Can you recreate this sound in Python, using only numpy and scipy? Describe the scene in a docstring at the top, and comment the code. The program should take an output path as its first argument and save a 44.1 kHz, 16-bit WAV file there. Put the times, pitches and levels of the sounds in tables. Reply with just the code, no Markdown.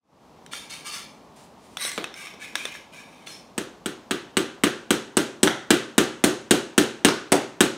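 """A dull room noise swells in, then light clicks and scrapes: a tin-plate toy locomotive is shifted,
turned and set down on a newspaper-covered cardboard box. A small steel tool rings faintly as it is
gripped, then taps the toy evenly, growing firmer. Each tap is a bright crack of the tin over a thump
of the box; now and then the toy drops back with a clank. A small, live room answers.
The sound is close and nearly the same in both channels, with the right one in opposite polarity."""
import sys
import numpy as np
from scipy import signal
from scipy.fft import rfft, irfft, next_fast_len
from scipy.io import wavfile
from scipy.ndimage import map_coordinates

SR = 44100
rng = np.random.default_rng(int(sys.argv[2]) if len(sys.argv) > 2 else 0)


def transcribe(u):
    """Save the signal u as a 16-bit wav file named by the first command-line argument.

    u: samples, shape (n,) or (channels, n), limited to [-1, 1]; the rate is SR.
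    q: integer samples, one column per channel.
    """
    v = np.clip(np.atleast_2d(u).T, -1, 1)
    q = np.round(v * 32767).astype(np.int16)
    wavfile.write(sys.argv[1], SR, q)


N = 342657
HIT_TIME_S = np.arange(SR // 2) / SR  # time over the life of one hit


def amp(db):
    """Decibels to gain."""
    return 10 ** (np.asarray(db) / 20)


def unit(x):
    """x at rms 1."""
    return x / np.sqrt(np.mean(x ** 2) + 1e-20)


def along(points, hz):
    """Read a curve of (Hz, value) points on a log frequency axis."""
    freqs, values = np.transpose(points)
    return np.interp(np.log(hz + 1), np.log(freqs + 1), values)


def add(track, start_s, sound):
    """Mix a sound into a track."""
    part = track[round(start_s * SR):][:len(sound)]
    part += sound[:len(part)]


def filtered(x, response):
    """x times a response of frequency."""
    n = x.shape[-1]
    padded = next_fast_len(n + SR // 4)
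    return irfft(rfft(x, padded) * response(np.fft.rfftfreq(padded, 1 / SR)), padded)[..., :n]


def low_cut(x, hz):
    """Roll off the bass below hz."""
    return signal.sosfilt(signal.butter(2, hz, "high", fs=SR, output="sos"), x)


def coloured(x, spectrum, bright_db=0, size=2048):
    """x through a minimum-phase EQ of unit energy, plus a treble shelf set by bright_db."""
    hz = np.fft.rfftfreq(size, 1 / SR)
    db = along(spectrum, hz)
    db -= 10 * np.log10(np.mean(amp(db) ** 2))
    db += bright_db * along([(3000, 0.1), (7000, 0.95)], hz)
    cepstrum = irfft(np.log(amp(db)))[:size // 2]
    cepstrum[1:] *= 2
    impulse_response = irfft(np.exp(rfft(cepstrum, size)))
    return signal.fftconvolve(x, impulse_response)[:len(x)]


# Tone of the room noise: freq_hz, level_db
ROOM_NOISE_EQ = [(20, -51), (50, -12), (105, -12), (170, -4.5), (260, -3), (335, -8), (450, -7.5),
                 (860, -8), (1100, -10), (1500, -22), (3000, -25.5), (5500, -28.5), (10000, -37.5),
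                 (16000, -45)]
# Its fade-in: time_s, level_db
ROOM_NOISE_FADE = [(0, -50), (.04, -21.5), (.12, -6.5), (.25, 1.5), (.5, 4), (7.8, 3)]
def room_noise():
    """A dull room noise swells in and holds."""
    fade = amp(np.interp(np.arange(N) / SR, *np.transpose(ROOM_NOISE_FADE)))
    noise = filtered(rng.standard_normal(N), lambda hz: amp(along(ROOM_NOISE_EQ, hz)))
    return amp(-54) * fade * unit(noise)


def burst(t60_s):
    """Countless thin-plate modes die together: decaying noise of energy 1."""
    noise = rng.standard_normal(len(HIT_TIME_S)) * amp(-60 * HIT_TIME_S / t60_s)
    return noise / np.linalg.norm(noise)


def ring(modes, spread_db=0):
    """Metal rings in decaying modes; spread_db rebalances them at random on each hit."""
    t, out = HIT_TIME_S, np.zeros(len(HIT_TIME_S))
    for hz, db, t60_s in modes:
        envelope = amp(db + spread_db * rng.normal() - 60 * t / t60_s)
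        out += envelope * np.sin(2 * np.pi * (hz * t + rng.random()))
    return out


# Light contacts of tool and tin: start_s, level_db, bright_db, pitch_hz
CLICKS = [(.4631, -24.5, 7.5, 3100), (.524, -34, -3, 2350), (.534, -9.5, -1, 1390),
          (1.7707, -7.5, 5.5, 3440), (1.8504, -6, 4, 3870), (1.9172, -15.5, 13, 4260),
          (1.9783, -13, -12, 2300), (2.042, -3.5, -1, 2600), (2.141, -17, 0, 5400), (2.27, -14, -7, 2470),
          (2.555, -2, 7.5, 1670), (2.6538, -4, -0.5, 3530), (2.751, -11, -23, 1700),
          (3.2725, -13, -17, 3440)]
# Tone of a contact: freq_hz, level_db
TICK_EQ = [(150, -4), (900, -4), (1600, 0.5), (2700, -3), (3700, 3), (4700, -17), (5800, -5), (7200, -16),
           (8400, -8), (11000, -23), (16000, -28)]
def clicks():
    """The tool touches hand-damped tin panels: a tick with a very short ring."""
    out = np.zeros(N)
    for start_s, db, bright_db, pitch_hz in CLICKS:
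        panel = ring([(pitch_hz, -21, .035)])
        tick = coloured(burst(t60_s=.012), TICK_EQ, bright_db)
        add(out, start_s, amp(db + 2) * (tick + panel + amp(-6) * splash(TICK_EQ, bright_db)))
    return out


# Decay of the room: freq_hz, t60_s
REVERB_DECAY = [(100, 0.87), (350, 0.29), (1500, 0.51), (4000, 0.44), (8000, 0.42), (15000, 0.17)]
# Tone of its tail: freq_hz, level_db
REVERB_EQ = [(60, -46), (300, 5.5), (700, 0), (1500, -3), (3000, -3), (5000, -1), (6800, -4), (8200, -13.5),
             (11000, -2.5), (15000, 0)]
def reverb(x, build_s=0.002):
    """The diffuse answer of the room; the top end dies first."""
    hz, t, bands = signal.stft(rng.standard_normal(len(HIT_TIME_S)), SR, nperseg=256)
    decay = amp(-60 * t / along(REVERB_DECAY, hz)[:, None])
    tail = signal.istft(bands * decay * (1 - np.exp(-t / build_s)), SR, nperseg=256)[1]
    tail = filtered(tail / np.linalg.norm(tail), lambda f: amp(along(REVERB_EQ, f)))
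    return signal.fftconvolve(x, tail)[:len(x)]


def splash(spectrum, bright_db):
    """Reverb of a hit: radiation in all directions evens out the shell's fine peaks and dips."""
    return reverb(coloured(signal.unit_impulse(len(HIT_TIME_S)), spectrum, bright_db))


# Pushes of the hand: start_s, rise_s, hold_s, level_db, move
STROKES = [(0.51, 0.017, 0.039, -33.5, "drag"), (0.686, 0.025, 0.032, -34, "drag"),
           (0.842, 0.024, 0.0098, -32, "drag"), (0.884, 0.056, 0.0069, -29.5, "drag"),
           (1.354, .012, 0.076, -56, "brush"), (1.557, 0.089, 0.11, -60.5, "brush"),
           (1.771, 0.061, 0.034, -32.5, "turn"), (1.898, 0.0098, 0.06, -47.5, "turn"),
           (2.142, 0.032, 0.087, -40.5, "slide"), (2.391, .03, 0.028, -39, "slide"),
           (2.545, .02, 0.088, -37, "slide"), (2.705, 0.016, 0.022, -42, "slide"),
           (2.919, 0.016, 0.065, -46, "slide"), (3.043, 0.01, 0.21, -56.5, "slide"),
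           (3.26, 0.01, 0.04, -39, "drag")]
# How fast each move comes to rest: move, release_db_per_s
RELEASE_DB_PER_S = {"drag": 158, "turn": 185.5, "slide": 180, "brush": 200}
def pressure(move, waver_db=.8, waver_per_s=35):
    """Envelope of one kind of move: each push rises, holds unevenly and dies away."""
    t, envelope = np.arange(N) / SR, np.zeros(N)
    for start_s, rise_s, hold_s, db, kind in STROKES:
        if kind == move:
            attack = np.clip((t - start_s) / rise_s, 0, 1)
            released_s = np.maximum(t - start_s - rise_s - hold_s, 0)
            envelope = np.maximum(envelope, attack * amp(db - RELEASE_DB_PER_S[move] * released_s))
    waver = map_coordinates(rng.standard_normal(N // 100), [t * waver_per_s])
    return envelope * amp(waver_db * waver)


def gripped_shell(modes, hz):
    """Response of the shell under one grip: fingers shift each mode's pitch and level."""
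    centre, width, db = np.transpose(modes)[:, :, None]
    centre = centre * (1 + .028 * rng.standard_normal(centre.shape))
    db = db + 4 * rng.standard_normal(db.shape)
    return np.sum(amp(db) * 1j * hz * width / (centre ** 2 - hz ** 2 + 1j * hz * width), axis=0)


def glints(force, per_s=320, low_hz=4500, high_hz=11200, t60_s=.04, spread_db=4):
    """Here and there an edge catches hard and lets go with a tiny, high ping."""
    out, t = np.zeros(len(force)), np.arange(SR // 10) / SR
    count = int(per_s * len(force) / SR)
    for when, pitch, strength in rng.random((2000, 3))[:count]:
        at = int(when * len(force))
        hz = low_hz * (high_hz / low_hz) ** pitch
        db = -14 + spread_db * (2 * strength - 1)
        add(out, at / SR, force[at] * amp(db - 60 * t / t60_s) * np.sin(2 * np.pi * hz * t))
    return out


def scrape(move, modes, rasp_db, bright_db, glint_db, slips_per_s=2200, grip_samples=4096):
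    """Tin edges catch and slip at random; the slips rasp and ring the shell under a changing grip."""
    force, hop = pressure(move), grip_samples // 2
    start, stop = np.flatnonzero(force > amp(-80))[[0, -1]] + [-hop, SR // 2]  # room for the tail
    force = force[start:stop]
    slips = (rng.random(N) < slips_per_s / SR) * rng.uniform(-1, 1, N)
    friction = (slips + .06 * rng.standard_normal(N))[start:stop]
    shell, out = np.zeros(len(force)), np.zeros(N)
    for at in range(0, len(force) - grip_samples, hop):  # crossfade from grip to grip
        piece = filtered(friction[at:at + grip_samples], lambda hz: gripped_shell(modes, hz))
        add(shell, at / SR, unit(piece) * np.sqrt(np.hanning(grip_samples)))
    rasp = amp(rasp_db) * unit(coloured(friction, RASP_EQ, bright_db))
    sound = force * (shell + rasp) / np.hypot(1, amp(rasp_db)) + amp(glint_db) * glints(force)
    add(out, start / SR, sound + amp(-3) * reverb(sound))
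    return out


# Resonances of the tin when dragged, turned and slid: pitch_hz, width_hz, level_db
DRAG_MODES = [(1200, 30, -5), (1400, 60, -6), (1690, 50, -7), (2330, 70, 0), (2750, 70, -4), (3120, 50, -1),
              (3550, 50, 0), (4200, 35, 1), (4400, 50, -3), (5190, 50, -2), (5900, 100, -7), (6440, 50, -7),
              (8020, 70, -7), (8800, 140, -8)]
TURN_MODES = [(1180, 28, -4), (1750, 40, -6), (2060, 60, 0), (3150, 80, -6), (3850, 60, 1), (4120, 60, 0),
              (5200, 50, -4), (5700, 50, -5), (8020, 90, 0), (8730, 120, -1), (9980, 50, -7),
              (11000, 50, -9)]
SLIDE_MODES = [(1190, 30, -5), (1680, 40, -1), (2200, 45, 1), (2350, 50, 3), (2520, 70, -2),
               (3050, 150, -7), (3610, 60, -5), (5420, 140, -13), (6430, 70, -13), (8360, 80, -15)]
# Tone of the rasp in all three moves: freq_hz, level_db
RASP_EQ = [(200, 2), (900, -30), (1500, 2), (2400, 6), (4200, -2.5), (6800, -7.5), (9000, -2),
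           (12000, -16.5), (16000, -44.5)]
def toy_moves():
    """The toy is dragged, turned and slid into place; each hold lets different modes ring."""
    drag = amp(-6) * scrape("drag", DRAG_MODES, rasp_db=-4, bright_db=6, glint_db=-7)
    turn = amp(1.5) * scrape("turn", TURN_MODES, rasp_db=-5, bright_db=-2, glint_db=6)
    slide = amp(-2.5) * scrape("slide", SLIDE_MODES, rasp_db=-13.5, bright_db=9, glint_db=3.5)
    return drag + turn + slide


# Tone of rubbed newspaper: freq_hz, level_db
PAPER_EQ = [(500, -18), (2000, -0.5), (4500, -3), (6500, -4), (9500, -3.5), (11500, -15), (16000, -17)]
def paper_brush():
    """A hand brushes the newspaper: a soft hiss that follows its pressure."""
    return pressure("brush") * unit(coloured(rng.standard_normal(N), PAPER_EQ))


# The toy lands on the box: start_s, level_db, knock_db
DROPS = [(1.978, -9, -20), (2.339, -27, -38), (4.669, -12, -26), (5.4745, 0, -10.5), (7.0864, -4, -12.5),
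         (7.3265, -1.5, -2.5)]
# Tone of a landing: freq_hz, level_db
CLANK_EQ = [(40, -54), (200, -15), (380, 9), (600, -0.5), (1000, 4), (1500, 9), (2300, -1.5), (4000, -1),
            (9000, -16.5), (16000, -28)]
def toy_drops():
    """The toy is set down or drops back: the tin clanks and the box thumps softly under it."""
    out, box = np.zeros(N), box_thump()
    for start_s, db, knock_db in DROPS:
        impact = signal.unit_impulse(len(HIT_TIME_S)) + 1.6 * burst(t60_s=0.0076)
        clank = amp(db + 1) * coloured(impact, CLANK_EQ) + shell_knock(knock_db)
        room = reflections(clank, bass=False) + reverb(clank)
        add(out, start_s, clank + room + amp(db - 11) * box)
    return out


def thump(hz, swell_s):
    """A surface gives and springs back for a few cycles at most."""
    swell = (HIT_TIME_S / swell_s) ** 2
    return swell * np.exp(1 - swell) * np.sin(2 * np.pi * hz * HIT_TIME_S)


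def shell_knock(db):
    """The short, hollow knock of the whole shell."""
    return amp(db - 5) * thump(hz=674, swell_s=0.0013)


# Standing waves of the room: pitch_hz, level_db
ROOM_MODES = [(75, -20.5), (95, -20.5), (118, -7.5), (136, -5), (176, -4), (219, 1.5), (243, 1.5),
              (287, -3.5), (318, 0.5), (350, 3.5), (380, 5), (402, 3), (442, -1.5), (509, -0.5), (550, -1)]
def box_thump(room_t60_s=0.49, room_build_s=0.022):
    """The cardboard flexes once, echoes off the walls and wakes the room's standing waves."""
    t = HIT_TIME_S
    push = thump(hz=304.6, swell_s=0.0041) + amp(-16.5) * thump(hz=119.7, swell_s=0.0041)
    waves = sum(amp(db) * np.sin(2 * np.pi * hz * t) for hz, db in ROOM_MODES)
    bloom = amp(-60 * t / room_t60_s) * (1 - np.exp(-(t / room_build_s) ** 2))
    return 0.6 * (push + reflections(push, bass=True)) + amp(-31) * waves * bloom


# Echoes from nearby surfaces: delay_ms, bass_db, treble_db
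WALLS = [(4.7, -11, -3), (8.85, -5, -14), (10.65, -5, -16), (18.5, -14, -19), (21.3, -15, -20),
         (31.5, -6.5, -21), (37.25, -14, -20), (45.3, -12.5, -22), (57.5, -17, -26)]
def reflections(x, bass):
    """Early reflections of x, at the walls' bass or treble levels."""
    out = np.zeros(len(x))
    for delay_ms, bass_db, treble_db in WALLS:
        add(out, delay_ms / 1000, x * amp(bass_db if bass else treble_db))
    return out


# Ring of the steel tool: pitch_hz, level_db, t60_s
TOOL_MODES = [(4140, -14, .45), (5157, 0, .22), (5486, -5, .4), (9302, -8, .17), (10350, -7, .15),
              (11500, -9, .12)]
def tool_ring(start_s=3.312, attack_s=.008):
    """The tool rings faintly as it is gripped; the rubbed steel takes a moment to sing."""
    out = np.zeros(N)
    add(out, start_s, amp(-41.5) * ring(TOOL_MODES) * (1 - np.exp(-HIT_TIME_S / attack_s)))
    return out


# Tone of the struck tin: freq_hz, level_db
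CRACK_EQ = [(40, -36.5), (200, -5), (600, -11), (950, -6.5), (1450, 2.5), (2200, -3.5), (3000, -0.5),
            (4000, -4.5), (4900, -11.5), (6600, -6), (7350, -8), (8100, 0), (9400, -7), (11500, -17),
            (15000, -20)]
def crack(bright_db):
    """What the struck tin sends out in one direction: a sharp crack and a short clatter."""
    snap = amp(13.5) * burst(t60_s=0.02)
    clatter = amp(-4.5) * burst(t60_s=0.08)
    return coloured(snap + clatter, CRACK_EQ, bright_db)


# Taps of the tool, each on a brighter or duller spot: start_s, level_db, bright_db
TAPS = [(3.5791, -13, 1), (3.8592, -14.5, -0.5), (4.1098, -10.5, -4.5), (4.3695, -6, -2),
        (4.6364, -4, -1.5), (4.906, -4, 1), (5.1695, -3.5, 3), (5.431, -1.5, 3.5), (5.7054, 0, -0.5),
        (5.9802, -.5, 0.5), (6.2396, -.5, 4), (6.5092, 0, 2), (6.779, 0, 1.5), (7.048, 1, 0),
        (7.3198, -2.5, 5.5), (7.6063, 0, 2)]
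# Ring of the struck shell: pitch_hz, level_db, t60_s
SHELL_MODES = [(1186, -1, .35), (1298, -1, .35), (1401, 0, .35), (1503, -2, .35), (1562, 0, .35),
               (1770, -3, .3), (1970, -5, .3), (2350, -5, .25), (2819, 0, .2), (3163, 0, .2),
               (3505, -2, .3), (3940, -3, .3), (6730, -7, .2), (8030, -2, .12), (8730, -5, .12),
               (10150, -8, .1)]
def taps():
    """The tool cracks on the tin, the shell knocks and rings, and the box thumps under it."""
    out, box = np.zeros(N), box_thump()
    for start_s, db, bright_db in TAPS:
        # a brighter spot cracks less in the mids and knocks more
        crack_db = db - 1.3 - 0.65 * bright_db
        knock = shell_knock(db - 8 + 0.74 * bright_db)
        shell = amp(-30.5) * ring(SHELL_MODES, spread_db=3)
        room = reflections(crack(bright_db), bass=False) + amp(13) * splash(CRACK_EQ, bright_db)
        add(out, start_s, amp(crack_db) * (crack(bright_db) + shell + room))
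        reverb_send = amp(db - 13) * thump(hz=383.5, swell_s=0.0042) + knock
        add(out, start_s - .0005, amp(db) * box + knock + reverb(reverb_send))
    return out


# A very faint left-right difference around taps and drops, mostly deep bass and top treble:
# freq_hz, side_db
SIDE_EQ = [(25, -4), (70, -5), (150, -61), (500, -37.5), (2000, -38), (5000, -77), (16000, -27)]
def scene():
    """Mid/side mix, with a faint left-right difference in the room noise and around taps and drops."""
    hits = low_cut(taps() + toy_drops(), hz=55)
    handling = low_cut(clicks() + tool_ring() + toy_moves(), hz=250)
    mid = hits + handling + paper_brush() + room_noise()
    side = filtered(reverb(hits), lambda hz: amp(along(SIDE_EQ, hz))) + amp(-19) * room_noise()
    return np.array([mid + side, mid - side]) * amp([[.17], [-.17]])


def record(dry, ceiling=.95, top_hz=15750):
    """A soft clip rounds off the loudest peaks; a steep high cut limits the band."""
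    rounded = dry / (1 + np.abs(dry / ceiling) ** 6) ** (1 / 6)
    return filtered(rounded, lambda hz: 1 / (1 + (hz / top_hz) ** 120))


dry = scene()
out = record(dry)
transcribe(out)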